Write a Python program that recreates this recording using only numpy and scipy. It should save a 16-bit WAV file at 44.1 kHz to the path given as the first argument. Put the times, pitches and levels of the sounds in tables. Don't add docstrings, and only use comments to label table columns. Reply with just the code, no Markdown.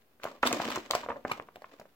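import sys
import numpy as np
from scipy import signal
from scipy.fft import rfft, irfft
from scipy.io import wavfile
from scipy.ndimage import uniform_filter1d

SR = 44100
rng = np.random.default_rng(int(sys.argv[2]) if len(sys.argv) > 2 else 0)


def inscribe(sig):
    pcm = np.round(np.clip(np.atleast_2d(sig).T, -1, 1) * 32767)
    wavfile.write(sys.argv[1], SR, pcm.astype(np.int16))


N = 85995

# f/Hz, level/dB
HISS_COLOUR = [(250, -26), (900, 6.5), (2500, 5.5), (8000, -9), (9300, -24), (13000, -16)]
# onset t/s, peak level/dB before the thud, patch pitch f/Hz, decay/ms
POPS = [(0.198, -46, 1480, 2.4), (0.24, -27, 705, 2.7), (0.2518, -22, 623, 2.3), (0.263, -29, 1037, 7.1),
        (0.43, -11, 1200, 5.7), (0.463, -21.5, 1270, 2), (0.504, -31, 690, 27), (0.514, -21.5, 690, 4.5),
        (0.527, -24, 317, 14), (0.598, -19.5, 756, 7.8), (0.634, -28, 1060, 14), (0.654, -28.5, 237, 10),
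        (0.684, -23.5, 380, 5.5), (0.703, -25.5, 745, 9.9), (0.72, -28.5, 1200, 7), (0.759, -24, 1130, 8.7),
        (0.774, -21.5, 337, 1.5), (0.9035, -23.5, 600, 13.7), (0.9335, -18.5, 1010, 13),
        (0.95, -13.5, 677, 2.95), (1.033, -29.5, 1000, 5.7), (1.0615, -26.5, 606, 1.8),
        (1.086, -25, 620, 5.9), (1.101, -21.5, 990, 4.2), (1.116, -26.5, 1030, 5.9),
        (1.158, -31.5, 516, 10.7), (1.2497, -19.5, 595, 5), (1.295, -28.5, 1060, 9.1),
        (1.3135, -17.5, 1070, 3.3), (1.3975, -23, 1070, 0.86), (1.4857, -37, 920, 2.8),
        (1.557, -38.5, 720, 3), (1.567, -39.5, 620, 1.1), (1.619, -37, 656, 2.8), (1.642, -30.5, 1070, 2.2),
        (1.7965, -36.5, 290, 3.5), (1.8125, -38, 653, 3.6), (1.854, -43, 592, 1.2)]
# peak t/s, peak level/dB of the ringing part, centre f/Hz, fizz/dB re ringing part, decay/ms
CRACKS = [(.235, -34.5, 3000, -9, 1.6), (.242, -41, 5560, 8.5, 0.73), (.4302, -26.5, 3400, -35, 3.5),
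          (.467, -28, 3400, 1.5, 8.9), (.473, -25.5, 3640, 3.5, 1.8), (.528, -21, 7000, -8.5, 1.4),
          (.601, -44, 4670, -22, 2.7), (.704, -34, 3320, -0.5, 5.2), (.759, -27, 6600, -8, 1.2),
          (.9102, -17.5, 4310, -12, 0.71), (.952, -29, 5340, 0, 3.9), (1.298, -40.5, 2730, -28, 11),
          (1.317, -28.5, 2500, -16, 3.7), (1.559, -51, 3000, 1.5, 1.9), (1.621, -61.5, 4000, 8.5, 1.2),
          (1.799, -56.5, 5170, 5.5, 2.5)]
PULSE_SIGMA_MS = 0.11
PORT_LAG_MS, CRACK_PORT_LAG_MS = .07, .19
CRACK_LEAD_MS = 10


def amp(db):
    return 10 ** (np.asarray(db) / 20)


def even(x):
    return x / np.sqrt(np.mean(x ** 2) + 1e-20)


def peaked(x):
    return x / (abs(x).max() + 1e-20)


def read(points, hz):
    f, v = np.transpose(points)
    return np.interp(np.log(hz + 1), np.log(f + 1), v)


def colour(x, points, lag_ms=0):
    hz = np.fft.rfftfreq(x.shape[-1], 1 / SR)
    delay = np.exp(-2j * np.pi * hz * lag_ms / 1000)
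    return irfft(rfft(x) * amp(read(points, hz)) * delay, x.shape[-1])


def ring(x, hz, width_hz):
    return signal.lfilter(*signal.iirpeak(hz, hz / width_hz, SR), x)


def pair(two):
    # f/Hz, correlation (0..1)
    likeness = [(500, 0.87), (1200, 0.09), (3000, 0.029)]
    z, hz = rfft(two), np.fft.rfftfreq(two.shape[1], 1 / SR)
    c = np.clip(read(likeness, hz), 0, 1)
    right = c * z[0] + np.sqrt(1 - c ** 2) * z[1]
    return irfft([z[0], right], two.shape[1])


def flex(clicks, sigma_ms):
    u = np.arange(-40, 41) / SR * 1000 / sigma_ms
    pushes = np.convolve(clicks, np.exp(-u ** 2 / 2), "same")
    return signal.lfilter([1, -1], [1, -.95], pushes)


def air():
    # f/Hz, relative density/dB per Hz
    spectrum = [(50, -1.5), (400, -0.5), (1500, -11.5), (8000, -23.5), (15000, -15)]
    level_db = -68.5
    return amp(level_db) * even(colour(pair(rng.standard_normal((2, N))), spectrum))


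def rustle():
    # t/s, grain level/dB, tick level/dB
    course = [(0.189, -100, -78), (0.228, -51.5, -55.5), (.26, -55.5, -47.5), (0.338, -53.5, -62.5),
              (0.421, -70.5, -70), (0.436, -33.5, -39.5), (0.551, -37.5, -40), (.69, -50, -42),
              (.75, -41, -40), (.8, -64.5, -49), (.895, -55.5, -59.5), (0.958, -57, -42.5),
              (1.12, -50.5, -64), (1.237, -66, -67.5), (1.308, -50, -49.5), (1.45, -69.5, -72),
              (1.66, -72.5, -67.5), (1.75, -60.5, -64), (1.899, -82, -73.5)]
    # f/Hz, width/Hz, level/dB
    modes = [(264, 29, 8), (578, 214, -2), (1060, 73, 0.5), (2130, 260, -14)]
    bends = [0.895, 1, 1.11]
    grains_per_s, grain_spread_db, flutter_rms_db = 1600, 2, 6.5
    s, grain_db, tick_db = np.transpose(course)
    t = np.arange(N) / SR

    size = amp(grain_spread_db * np.minimum(rng.exponential(1, N), 4))
    size *= rng.random(N) < grains_per_s / SR
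    clumps = even(uniform_filter1d(rng.standard_normal(N), size=500))
    size *= amp(flutter_rms_db * clumps)

    spot = rng.integers(len(bends), size=N)
    signed = size * rng.choice([-1, 1], N)
    sheet = 0
    for j, bend in enumerate(bends):
        push = flex(signed * (spot == j), PULSE_SIGMA_MS)
        for k, (hz, width_hz, db) in enumerate(modes):
            sheet += (-1) ** k * amp(db) * ring(push, hz * bend, width_hz)
    grains = even(sheet) * amp(np.interp(t, s, grain_db))
    grains = np.array([grains, colour(grains, [(1, 0.014)], PORT_LAG_MS)])

    density = uniform_filter1d(size, size=30) / size.mean()
    ticks = (1 + 0.97 * density) * pair(rng.standard_normal((2, N)))
    return grains + even(colour(ticks, HISS_COLOUR)) * amp(np.interp(t, s, tick_db))


def pop(db, hz, ms, a, b):
    build_ms, slips_per_ms, slip_db = 1.45, 1.3, -1.5
    size_law = 0.47
    width_share, patch_db = .19, -11
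    thud_db, thud_hz = -35, 86
    t = np.arange(len(a)) / SR * 1000 - build_ms
    fade = np.exp(np.where(t > 0, -t / max(ms, .5), 3 * t / build_ms))
    clicks = amp(slip_db) * fade * a * (b < slips_per_ms * 1000 / SR)
    clicks[np.argmax(t > 0)] = 1
    push = flex(clicks, PULSE_SIGMA_MS * (1000 / hz) ** size_law)
    patch = peaked(ring(push, hz, hz * width_share)) * abs(push).max()
    body = push + amp(patch_db) * np.sqrt(abs(ms)) * patch
    thud = ring(ring(abs(clicks), thud_hz, thud_hz), thud_hz, thud_hz)
    return amp(db) * (peaked(body) + amp(thud_db) * peaked(thud))


def crack(db, hz, fizz_db, ms, a, b):
    # f/Hz, level/dB
    fizz_colour = [(8500, -20), (12000, -17)]
    broad_db, broad_db_per_fizz_db, grit = 9, .35, 3.36
    t = np.arange(len(a)) / SR * 1000 - CRACK_LEAD_MS
    swell = np.exp(-abs(t / max(ms, .3)) * (1 + (t < 0)))
    burst = a * swell * (1 + grit * (b < .06))
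    ringing = peaked(ring(burst, hz, hz / 4))
    broad = amp(broad_db + broad_db_per_fizz_db * fizz_db) * peaked(colour(burst, HISS_COLOUR))
    fizz = amp(fizz_db) * peaked(colour(burst, fizz_colour))
    return amp(db) * (ringing + broad + fizz)


def placed(rows, make, lead_ms=0, lag_ms=PORT_LAG_MS, size=2600):
    # t/s, left minus right level/dB
    sideways = [(.38, 0), (.44, -3.5), (.5, 0)]
    lag_spread_ms = .06
    out = np.zeros((2, N + size))
    for s, *row in rows:
        x = make(*row, rng.standard_normal(size), rng.random(size))
        at = round((s - lead_ms / 1000) * SR)
        tilt = amp(np.interp(s, *np.transpose(sideways)) / 2)
        event_lag_ms = lag_ms + lag_spread_ms * rng.standard_normal()
        out[0, at:at + size] += x * tilt
        out[1, at:at + size] += colour(x, [(1, 0)], event_lag_ms) / tilt
    return out[:, :N]


def room(x):
    # f/Hz, t60/s
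    decay = [(150, 0.52), (1040, 0.2), (7280, 0.2)]
    # delay/ms, level/dB
    echoes = [(1.9, -10), (8.5, -18.5)]
    tail_db, turn_hz = -10.5, 9
    out, turn = 0, 2 * np.pi * turn_hz * np.arange(N) / SR
    for k in range(3):
        taps = rng.choice([-1., 1.], (2, SR // 2)) * (rng.random((2, SR // 2)) < .05)
        taps[:, :250] = 0
        hz, t, z = signal.stft(pair(taps), SR, nperseg=256)
        fading = z * amp(-60 * t / read(decay, hz)[:, None])
        tail = signal.istft(fading, SR, nperseg=256)[1]
        tail *= amp(tail_db) / np.linalg.norm(tail[0])
        feed = x[0] * np.sqrt(2 / 3) * np.cos(turn + k * np.pi / 3)
        out += signal.fftconvolve([feed], tail, axes=1)[:, :N]
    near = np.zeros((2, 1000))
    for ms, db in echoes:
        at = (ms * SR / 1000 + rng.integers(-9, 9, size=2)).astype(int)
        near[[0, 1], at] += amp(db)
    return out + signal.fftconvolve([x[0]], near, axes=1)[:, :N]


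def scene():
    paper = placed(POPS, pop) + placed(CRACKS, crack, CRACK_LEAD_MS, CRACK_PORT_LAG_MS) + rustle()
    return paper + room(paper) + air()


def record(dry):
    # f/Hz, level/dB
    spectrum = [(25, -18), (60, 0), (15900, 0), (16200, -24)]
    offset, edge_hz = -0.00035, 16900
    low_pass = signal.firwin(511, edge_hz, window=("kaiser", 9), fs=SR)
    return signal.oaconvolve(colour(dry, spectrum) + offset, low_pass[None], "same")


dry = scene()
out = record(dry)
inscribe(out)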